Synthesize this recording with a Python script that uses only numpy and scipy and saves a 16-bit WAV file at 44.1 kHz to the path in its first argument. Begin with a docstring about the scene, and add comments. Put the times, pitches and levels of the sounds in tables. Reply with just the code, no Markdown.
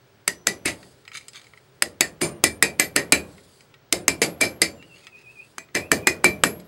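"""A ball-peen hammer forges a steel pin, held in locking pliers on an anvil in an open workshop.
From the first of four runs, each blow is a noise crack, a rattle, a thud and a set of dying steel tones.
In the pauses after it the pliers click, as noise ticks with ringing tones, and the pin scrapes as rough noise.
After the third run a distant bird, a gliding sine, begins to warble; it goes on into the fourth run.
Throughout lie low noise for the air, a thin sine whine and a faint noise hiss that swells and fades."""
import sys
import numpy as np
from scipy import signal
from scipy.fft import rfft, irfft
from scipy.io import wavfile

SR = 44100
rng = np.random.default_rng(int(sys.argv[2]) if len(sys.argv) > 2 else 0)


def wav_out(sig):
    """Save sig, one row per channel (or a flat mono array), as 16-bit PCM at SR to the path in sys.argv[1]."""
    wavfile.write(sys.argv[1], SR, np.round(np.clip(np.atleast_2d(sig).T, -1, 1) * 32767).astype(np.int16))


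N = 294147

SIZE = 24576   # samples in one short sound
LEAD_S = .02   # room left before the contact
AGE = np.arange(SIZE) / SR - LEAD_S   # seconds since a contact
HZ = np.maximum(np.arange(SIZE // 2 + 1) * SR / SIZE, 1)
TIME = np.arange(N) / SR


# Hammer blows; the functions below add small fixed trims to the levels:
# (time [s], crack level [dB], clank level [dB], thud level [dB], gap under the pin [0-1], crack pitch [Hz],
#  clank pitch [Hz], thud pitch [Hz], main ring level [dB], strongest overtone [Hz], overtone level [dB])
HAMMER_BLOWS = [(0.2776, -12, -32, -39.5, 0.53, 8400, 1890, 410, -61, 5930, -52),
                (0.4694, -11, -28, -33, 0.6, 6900, 1983, 280, -46.5, 5930, -52),
                (0.657, -19, -26.5, -31.5, 0.92, 9500, 2240, 282, -54, 9085, -48),
                (1.8221, -9.5, -36.5, -36.5, 0.3, 9600, 1830, 417, -62.5, 4575, -63),
                (2.0078, -7, -26.5, -32.5, 0.44, 7200, 1830, 362, -45.5, 7220, -49),
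                (2.2172, -25, -34.5, -25.5, 0.93, 8300, 2300, 320, -42.5, 9085, -36.5),
                (2.439, -6, -24.5, -27.5, 0.4, 7800, 1970, 304, -37.5, 9085, -36),
                (2.6248, -6.5, -25.5, -28.5, 0.24, 7900, 1955, 442, -36, 2466, -36),
                (2.7971, -8.5, -25, -31, 0.83, 8250, 1945, 342, -34.5, 11900, -39),
                (2.962, -11, -24, -27.5, 0.8, 8040, 1870, 333, -41, 11000, -52),
                (3.122, -5, -24, -25.5, 0, 8200, 2370, 320, -29, 2466, -31),
                (3.9251, -10, -34.5, -29.5, 0.27, 6130, 2090, 310, -55, 9085, -48.5),
                (4.0803, -6, -30.5, -30, 0.1, 6530, 2440, 260, -36.5, 9085, -41.5),
                (4.2171, -15.5, -25.5, -25.5, 0, 7100, 2240, 460, -42, 11000, -40.5),
                (4.4118, -15, -27, -26.5, 0.96, 9600, 2320, 260, -28.5, 11000, -43.5),
                (4.6174, -9, -26, -28.5, .45, 9200, 2260, 429, -38, 4575, -37),
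                (5.582, -30, -49.5, -53, 0.86, 6300, 2070, 259, -53.5, 2466, -52.5),
                (5.751, -20.5, -27, -29.5, 0.83, 6300, 1990, 325, -37.5, 11000, -51),
                (5.9162, -10.5, -27.5, -24, .48, 7300, 1790, 320, -39, 14300, -49),
                (6.0709, -9, -24, -27, 0.44, 6800, 1954, 315, -42, 2466, -36),
                (6.243, -11.5, -27.5, -23.5, 0.66, 8000, 2220, 362, -25, 11000, -44.5),
                (6.4362, -9.5, -28.5, -24, 0, 8160, 1415, 324, -38.5, 11000, -35)]
# How the pin lies after it is turned or laid down afresh:
# (start time [s], hollowness [dB], favoured mode [Hz], damped mode [Hz], jangle level change [dB])
PIN_GRIPS = [(0, -6.5, 11000, 4575, -1), (1.7, -1, 9085, 5930, -1), (2.9, -2, 11900, 5930, -4.5),
             (3.8, -4, 4575, 14300, -.5), (5.5, 8, 14300, 9085, -4.5)]
KNOCK_DB, KNOCK_PER_HOLLOW = -6, 1   # knock against the crack; a hollow seat knocks more
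JANGLE_DB_PER_GAP = -1.5   # a pin that lies flat jangles most
TOUCH_DB, TOUCH_DB_PER_GAP = -28.5, 34.5   # first touch against the thud: faint when the pin lies flat
RATTLE_S, WIDE_GAP_RATTLE_S, RATTLE_POWER = 0.011, 0.022, 5   # only a wide gap makes the pin chatter for long


def hammer():
    """Each grip colours several blows; a pin that stands proud is touched early and rattles long."""
    out = np.zeros(N)
    steel_db = ripple(width_hz=110, depth_db=2)   # the same steel in all blows
    for (s, crack_db, clank_db, thud_db, gap, crack_hz, clank_hz, thud_hz,
         ring_db, overtone_hz, overtone_db) in HAMMER_BLOWS:
        latest_grip = [grip for grip in PIN_GRIPS if grip[0] <= s][-1]
        _, hollow_db, favoured_hz, damped_hz, loose_db = latest_grip
        knock_db = crack_db + KNOCK_DB + KNOCK_PER_HOLLOW * hollow_db
        jangle_db = (clank_db + thud_db) / 2 + loose_db + JANGLE_DB_PER_GAP * (gap - .5)
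        touch_db = thud_db + TOUCH_DB + TOUCH_DB_PER_GAP * gap
        rattle_s = RATTLE_S + WIDE_GAP_RATTLE_S * np.clip(gap, 0, 1) ** RATTLE_POWER
        body_colour_db = hump(clank_hz, octaves=.08, height_db=10.0)
        body_colour_db += hump(1300, octaves=1.0, height_db=hollow_db)
        body_colour_db += hump(760, octaves=.4, height_db=2.0)
        family_db = ring_levels(ring_db, thud_db, favoured_hz, damped_hz, overtone_hz, overtone_db)
        add(out, impact(crack_db, knock_db, touch_db, body_colour_db, crack_hz), s)
        add(out, rattle(jangle_db, clank_db, rattle_s, body_colour_db, steel_db), s)
        add(out, stand(thud_db, thud_hz, rattle_s), s)
        add(out, ringing(family_db), s)
    return out


# Colour of the sharp crack: (frequency [Hz], level per Hz [dB])
CRACK_COLOUR = [(2200, 4.5), (3000, -5.5), (4200, -4.5), (5100, -1), (5680, -19), (6250, -1.5),
                (6920, -11.5), (7600, -4), (8300, -2.5), (9000, -6), (10300, -6.5), (11500, -12),
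                (15000, -15.5), (16500, -49)]
# Colour of the duller knock: (frequency [Hz], level per Hz [dB])
KNOCK_COLOUR = [(100, -20), (350, 3), (520, -6), (1100, -8), (1500, -5), (2000, -2), (2400, -6),
                (3000, -11.5), (4000, -20.5)]


def impact(crack_db, knock_db, touch_db, body_colour_db, crack_hz):
    """The face meets the pin, presses it down and bottoms out in a crack a few milliseconds long."""
    crack_peak_db = hump(crack_hz, octaves=0.22, height_db=10.0)
    crack = dense_modes(CRACK_COLOUR, crack_peak_db) * envelope(0.00078, 0.0019, 0.012)
    knock = dense_modes(KNOCK_COLOUR, body_colour_db) * envelope(0.00026, 0.00094, 0.016)
    touch = dense_modes(KNOCK_COLOUR) + 1.2 * dense_modes(CRACK_COLOUR)
    touch *= from_db(np.minimum(AGE, 0) * 4100) * (AGE < 0)   # swells up to the main contact
    return (at_level(crack, crack_db + 1.5, 0, 0.0023)
            + at_level(knock, knock_db + 0.23, 0, 0.0027)
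            + at_level(touch, touch_db, -0.0039, -0.0004))


# Colour of the bright jangle: (frequency [Hz], level per Hz [dB])
JANGLE_COLOUR = [(2000, -22.5), (2700, -2.5), (3700, -0.5), (4500, 2), (5200, 3.5), (5680, -11.5),
                 (6250, 2.5), (6920, -1.5), (7600, 3.5), (8600, -3.5), (10200, -3.5), (12000, -7),
                 (14500, -33.5), (16000, -35.5)]
# Colour of the lower clank: (frequency [Hz], level per Hz [dB])
CLANK_COLOUR = [(500, -52.5), (800, -18.5), (1150, -12.5), (1500, -7.5), (2000, 3.5), (2400, -9),
                (2700, -4), (3500, -20.5)]


def rattle(jangle_db, clank_db, rattle_s, body_colour_db, steel_db):
    """Pin and pliers chatter on the anvil, longer when the pin did not lie flat."""
    chatter = from_db(1.3 * drift(420))
    modes_db = steel_db + ripple(width_hz=85, depth_db=3.6)
    partials_db = ripple(width_hz=45, depth_db=3.5)
    jangle = dense_modes(JANGLE_COLOUR, modes_db) * envelope(0.0035, rattle_s, 0.16) * chatter
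    clank = dense_modes(CLANK_COLOUR, body_colour_db + partials_db)
    clank *= envelope(0.0044, rattle_s, 0.15) * chatter
    return at_level(jangle, jangle_db + .5, 0.0073, .05) + at_level(clank, clank_db + .6, 0.0078, 0.038)


# Colour of the thud in the stand: (frequency [Hz], level per Hz [dB])
THUD_COLOUR = [(30, -47), (60, -17.5), (110, -11.5), (170, -3.5), (210, -4), (260, -2), (330, 0.5),
               (440, -1.5), (510, -8.5), (570, -3), (690, -5), (820, -13), (1300, -17.5)]
# Colour of the workshop's answer: (frequency [Hz], level per Hz [dB])
ROOM_COLOUR = [(30, -30.5), (80, 7), (120, 2.5), (175, 7), (230, 2), (400, 2), (620, -2), (850, -12),
               (2200, -20.5), (3200, -25), (5000, -37), (8000, -40), (12000, -78), (16000, -56)]


def stand(thud_db, thud_hz, rattle_s):
    """The stand knocks under the anvil, one firm note among many heavy modes, and the workshop answers."""
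    modes_db = ripple(width_hz=22, depth_db=3.0)
    thud_peak_db = hump(thud_hz, octaves=0.6, height_db=3.0)
    thud = dense_modes(THUD_COLOUR, modes_db + thud_peak_db) * envelope(0.00082, rattle_s, 0.26)
    note = np.sin(2 * np.pi * thud_hz * AGE) * envelope(0.0089, 0, 0.043)
    room = dense_modes(ROOM_COLOUR, modes_db) * envelope(0.034, 0.063, 0.74)
    return (at_level(thud, thud_db - 0.68, 0, 0.073)
            + at_level(note, thud_db - 8.5, 0, 0.063)
            + from_db(thud_db - 10.5) * room)


# Modes of the ringing steel, before each blow's own changes:
# (family [number], frequency [Hz], level in its family [dB], time to fall 60 dB [s])
STEEL_MODES = [(0, 2338, 0, .18), (0, 4038, -15, .15), (1, 2466, 0, .22), (1, 6250, -15, .15),
               (1, 7668, -10, .18), (2, 4575, 0, .17), (2, 5038, -4, .17), (2, 10395, -14, .16),
               (2, 7224, -11, .45), (3, 5932, 0, .38), (4, 9085, 0, .27), (4, 9937, -15, .14),
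               (5, 11018, -2, .25), (5, 11613, -6, .45), (6, 11822, 0, .24), (6, 12381, -17, .26),
               (7, 13020, -14, .28), (7, 14225, -5, .27), (7, 14343, -3, .26), (7, 14545, -7, .24)]
RING_T60_SHARE, RING_DETUNE_HZ = 0.94, 5   # the pin loads the steel differently at every blow


def ringing(family_db):
    """The blow sets many modes ringing, the pin damps them and reflections make each one waver."""
    out = np.zeros(SIZE)
    for family, hz, db, t60 in STEEL_MODES:
        t60 = RING_T60_SHARE * t60 * rng.uniform(0.86, 1.11)
        bent_hz = hz + RING_DETUNE_HZ * rng.standard_normal()
        phase = 2 * np.pi * (bent_hz * AGE + rng.random())
        tone = (1 + .42 * drift(75)) * np.cos(phase + .42 * drift(75))
        dying = envelope(0.0076, 0, t60) / from_db(-60 * 0.044 / t60)   # gain is 1 at 44 ms
        mode_db = family_db[family] + db + 1.57 + 1.3 * rng.standard_normal()
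        out += from_db(mode_db) * dying * tone
    return out


def family_near(hz):
    """The family of the steel mode closest to a pitch."""
    return min(STEEL_MODES, key=lambda mode: abs(mode[1] - hz))[0]


# Starting level of each family of steel modes against the main ring: (level [dB])
FAMILY_LEVELS = [0.5, -8.5, -16.5, -24.5, -12.5, -14, -23.5, -22]
FAVOURED_DB, DAMPED_DB = 6, -5
OVERTONE_DB, OVERTONES_FOLLOW_THUD = -12.5, 0.55   # upper families partly follow the blow's weight


def ring_levels(ring_db, thud_db, favoured_hz, damped_hz, overtone_hz, overtone_db):
    """The grip favours one family of modes and damps another; the landing spot brings out one overtone."""
    levels_db = np.array(FAMILY_LEVELS, float) + ring_db
    levels_db[1:] += OVERTONES_FOLLOW_THUD * (thud_db + OVERTONE_DB - ring_db)
    levels_db[family_near(favoured_hz)] += FAVOURED_DB
    levels_db[family_near(damped_hz)] += DAMPED_DB
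    levels_db[family_near(overtone_hz)] = overtone_db
    return levels_db


# Pliers touching pin and anvil, before the 12.5 dB cut below and the 14 dB treble lift in jaw_touch:
# (time [s], level [dB], treble [dB])
PLIER_CLICKS = [(0.8287, -29.5, -22), (1.0518, -32.5, -21.5), (1.078, -22.5, -22), (1.1172, -25, -24),
                (1.1501, -23, -18), (1.1711, -17.5, -9), (1.283, -22.5, 3), (1.3325, -30, -2),
                (1.5353, -32, -41), (1.5746, -33, -23), (3.3812, -35, -29), (3.607, -35.5, -6.5),
                (3.7405, -31.5, -28.5), (4.8258, -32, -19.5), (5.0685, -24, -20.5), (5.6863, -37, -44),
                (1.1805, -33, -8), (6.5988, -33.5, 3)]


def pliers():
    """The pliers touch pin and anvil in light clinks with a short ring."""
    out = np.zeros(N)
    for s, db, treble_db in PLIER_CLICKS:
        add(out, from_db(db - 12.5) * jaw_touch(treble_db), s)
    return out


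# The pin dragged over the anvil: (time [s], length [s], level [dB])
PIN_DRAGS = [(1.128, 0.037, -39), (1.34, 0.015, -38), (4.938, 0.063, -57), (5.024, 0.023, -54),
             (5.145, 0.074, -61.5)]
DRAG_RISE_S, DRAG_T60_S = 0.026, .09
DRAG_ECHO_DB, DRAG_ECHO_T60_S = -8.5, 0.39
TICKS_PER_DRAG, TICK_WINDOW_S, TICK_DB = 3, 0.14, -10.5   # small slips as the pin settles


def pin_scrapes():
    """The pin drags grittily over the anvil as it is turned, with small ticks as it settles."""
    out = np.zeros(N)
    for s, length_s, db in PIN_DRAGS:
        grit = dense_modes(PLIERS_COLOUR, ripple(width_hz=130, depth_db=5))
        grit = rms_one(grit * from_db(3.6 * drift(500)))
        stroke = envelope(DRAG_RISE_S, length_s, DRAG_T60_S)
        stroke += from_db(DRAG_ECHO_DB) * envelope(DRAG_RISE_S, length_s, DRAG_ECHO_T60_S)
        add(out, from_db(db) * grit * stroke, s)
        for delay_s in TICK_WINDOW_S * rng.random(size=TICKS_PER_DRAG):
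            add(out, from_db(db + TICK_DB) * jaw_touch(treble_db=-8), s + delay_s)
    return out


# Colour of pliers and pin rubbing or touching: (frequency [Hz], level per Hz [dB])
PLIERS_COLOUR = [(700, -20), (1250, -2.5), (1600, -4), (2100, 4), (3000, 0.5), (4800, -1), (5700, -13),
                 (6500, -2.5), (7700, -11.5), (9000, -9.5), (12000, -20), (16000, -38)]
CLINK_HZ, CLINK_DB = 2160, -5.5


def jaw_touch(treble_db):
    """One light contact: a tick, a little room and the ring of the jaws."""
    modes_db = ripple(width_hz=210, depth_db=5.5)
    colour_db = hump(7400, octaves=1.0, height_db=treble_db + 14)
    colour_db += hump(CLINK_HZ, octaves=0.052, height_db=8)
    tick = envelope(.0003, .001, .02)
    room = 0.17 * envelope(0.0055, 0, 0.13)
    contact = dense_modes(PLIERS_COLOUR, modes_db + colour_db) * (tick + room)
    return contact + from_db(CLINK_DB) * clink(colour_db)


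# Ringing modes of the jaws, before each touch's colour and chance: (frequency [Hz], level [dB])
JAW_RING = [(1310, 6), (1900, 10), (2290, 6), (3120, 0), (4050, 6), (4450, -12), (5050, 6.5), (6500, -19),
            (7680, 4), (8500, -19), (11200, -15)]


def clink(colour_db):
    """The jaws ring briefly, each mode with a strength of its own at every touch."""
    tones = np.zeros(SIZE)
    for hz, db in JAW_RING:
        mode_db = db + np.interp(hz, HZ, colour_db) + 2 * rng.standard_normal()
        tones += from_db(mode_db) * np.sin(2 * np.pi * (hz * AGE + rng.random()))
    return rms_one(tones) * envelope(0.00087, 0, 0.073)


# Bird syllables: (time of the dip [s], pitch at the dip [Hz], level [dB])
BIRD_SYLLABLES = [(4.809, 2710, -50.5), (4.929, 2670, -48), (5.05, 2490, -52.5), (5.154, 2467, -45.5),
                  (5.273, 2467, -44.5), (5.389, 2443, -41), (5.826, 2450, -43.5), (6.059, 2400, -40.5)]
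# Shape of one syllable: (time from the dip [s], pitch above the dip [Hz], level [dB])
SYLLABLE_SHAPE = [(-.052, 210, -32), (-.03, 100, -6), (-.012, 15, -2), (.004, 0, 0), (.024, 90, -1),
                  (.042, 240, -6), (.06, 290, -35)]


def bird():
    """A nearly pure whistle that dips and rises in every syllable, with a few echoes from the yard."""
    out = np.zeros(N)
    age, above_hz, shape_db = np.transpose(SYLLABLE_SHAPE)
    from_dip = AGE + age[0]
    for s, hz, db in BIRD_SYLLABLES:
        pitch = hz + np.interp(from_dip, age, above_hz) + 22 * drift(207)
        swell_db = np.interp(from_dip, age, shape_db, left=-120, right=-120)
        loud = from_db(db + swell_db + 2.0 * drift(122))
        add(out, loud * np.sin(2 * np.pi * np.cumsum(pitch) / SR), s + age[0])
    lags = rng.uniform(.005, .06, size=8)   # seconds
    echoes = sum(np.interp(TIME - lag, TIME, out) * from_db(-60 * lag / 0.28) for lag in lags)
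    return out + from_db(-9) * echoes


# Level of the faint hiss over time: (time [s], level [dB])
HISS_LEVEL = [(0, -75), (.6, -76.5), (.85, -57), (1.02, -70), (1.4, -64), (1.8, -73), (2.6, -83.5),
              (3.33, -59.5), (3.6, -62), (3.8, -84.5), (4.7, -74), (5.0, -62.5), (5.12, -73), (5.38, -63),
              (5.56, -67), (5.65, -82), (6.67, -68.5)]
# Colour of the hiss: (frequency [Hz], level per Hz [dB])
HISS_COLOUR = [(1500, -13.5), (3000, -1), (4800, 8.5), (5700, -4), (8000, 4.5), (11000, -1), (13000, -12),
               (16000, -29.5)]


def faint_hiss():
    """Noise that swells and fades; a copy at a wandering short delay makes its colour sweep slowly."""
    level = from_db(np.interp(TIME, *np.transpose(HISS_LEVEL)))
    hiss = level * from_db(1.5 * drift(85, size=N)) * dense_modes(HISS_COLOUR, size=N)
    delay_s = .0006 + .00007 * drift(9, size=N)
    moving_echo = .35 * np.interp(TIME - delay_s, TIME, hiss)
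    return hiss + moving_echo


# Colour of the workshop air: (frequency [Hz], level per Hz [dB])
AIR_COLOUR = [(15, -72.5), (25, -25.5), (90, -10.5), (128, -1.5), (172, -11.5), (335, -13), (394, -4.5),
              (427, -10.5), (691, -16), (903, -17.5), (1150, -20), (1390, -18.5), (5720, -30),
              (11800, -47.5), (15000, -65.5)]
AIR_DB = -57.5


def workshop_air():
    """Low steady noise of the workshop air."""
    return from_db(AIR_DB) * dense_modes(AIR_COLOUR, size=N)


WHINE_HZ, WHINE_DB = 15735, -68.5


def electrical_whine():
    """A thin, steady electrical whine: one very high sine."""
    return from_db(WHINE_DB) * np.sin(2 * np.pi * WHINE_HZ * TIME)


def from_db(db):
    """Decibels to gain."""
    return 10 ** (np.asarray(db) / 20)


def rms_one(x):
    """Scale to an rms (average strength) of 1."""
    return x / np.sqrt(np.mean(x ** 2) + 1e-20)


def at_level(sound, db, start, end):
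    """Scale a sound to a given rms level between two ages in seconds."""
    part = sound[(AGE >= start) & (AGE < end)]
    return sound * from_db(db) / np.sqrt(np.mean(part ** 2) + 1e-20)


def add(out, sound, s):
    """Mix in a sound whose contact falls at s seconds."""
    start = round((s - LEAD_S) * SR)
    out[start:start + SIZE] += sound[:N - start]


def envelope(rise, hold, t60):
    """Rises from the contact, begins to die after the hold and then falls 60 dB in t60 seconds."""
    attack = np.clip(AGE / max(rise, 1e-5), 0, 1)
    return attack * from_db(-60 * np.clip((AGE - hold) / t60, 0, 4))


def dense_modes(spectrum, extra_db=0, size=SIZE):
    """Countless overlapping modes, made as noise shaped by one spectrum; rms 1."""
    hz, db = np.transpose(spectrum)
    bins = np.maximum(np.arange(size // 2 + 1) * SR / size, 1)
    shape = np.interp(np.log(bins), np.log(hz), db)
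    decades_above = np.maximum(np.log10(bins / hz[-1]), 0)
    decades_below = np.maximum(np.log10(hz[0] / bins), 0)
    shape -= 40 * (decades_above + decades_below)   # fade beyond both ends of the table
    return rms_one(irfft(rfft(rng.standard_normal(size)) * from_db(shape + extra_db), size))


def hump(hz, octaves, height_db):
    """A resonance around one pitch, in dB."""
    return height_db / (1 + (np.log2(HZ / hz) / octaves) ** 2)


def ripple(width_hz, depth_db):
    """Uneven peaks and dips of a steel part or the stand, in dB."""
    knots = rng.standard_normal(4096)
    return depth_db * np.interp(HZ / width_hz, np.arange(len(knots)), knots)


def drift(rate, size=SIZE):
    """Random values, rate of them per second, joined by straight lines; spread near 1."""
    knots = rng.standard_normal(1024)
    return np.interp(np.arange(size) / SR * rate, np.arange(len(knots)), knots)


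def scene():
    """Everything heard from one spot above the anvil."""
    work = hammer() + pliers() + pin_scrapes()
    background = faint_hiss() + workshop_air() + electrical_whine()
    return (work + bird() + background)[None]


CUTOFF_HZ = 16200


def record(dry):
    """The cracks overload the microphone softly; the top is cut."""
    rounded = dry / (1 + dry ** 4) ** (1 / 4)
    return signal.sosfilt(signal.ellip(8, .1, 70, CUTOFF_HZ, fs=SR, output="sos"), rounded)


dry = scene()
out = record(dry)
wav_out(out)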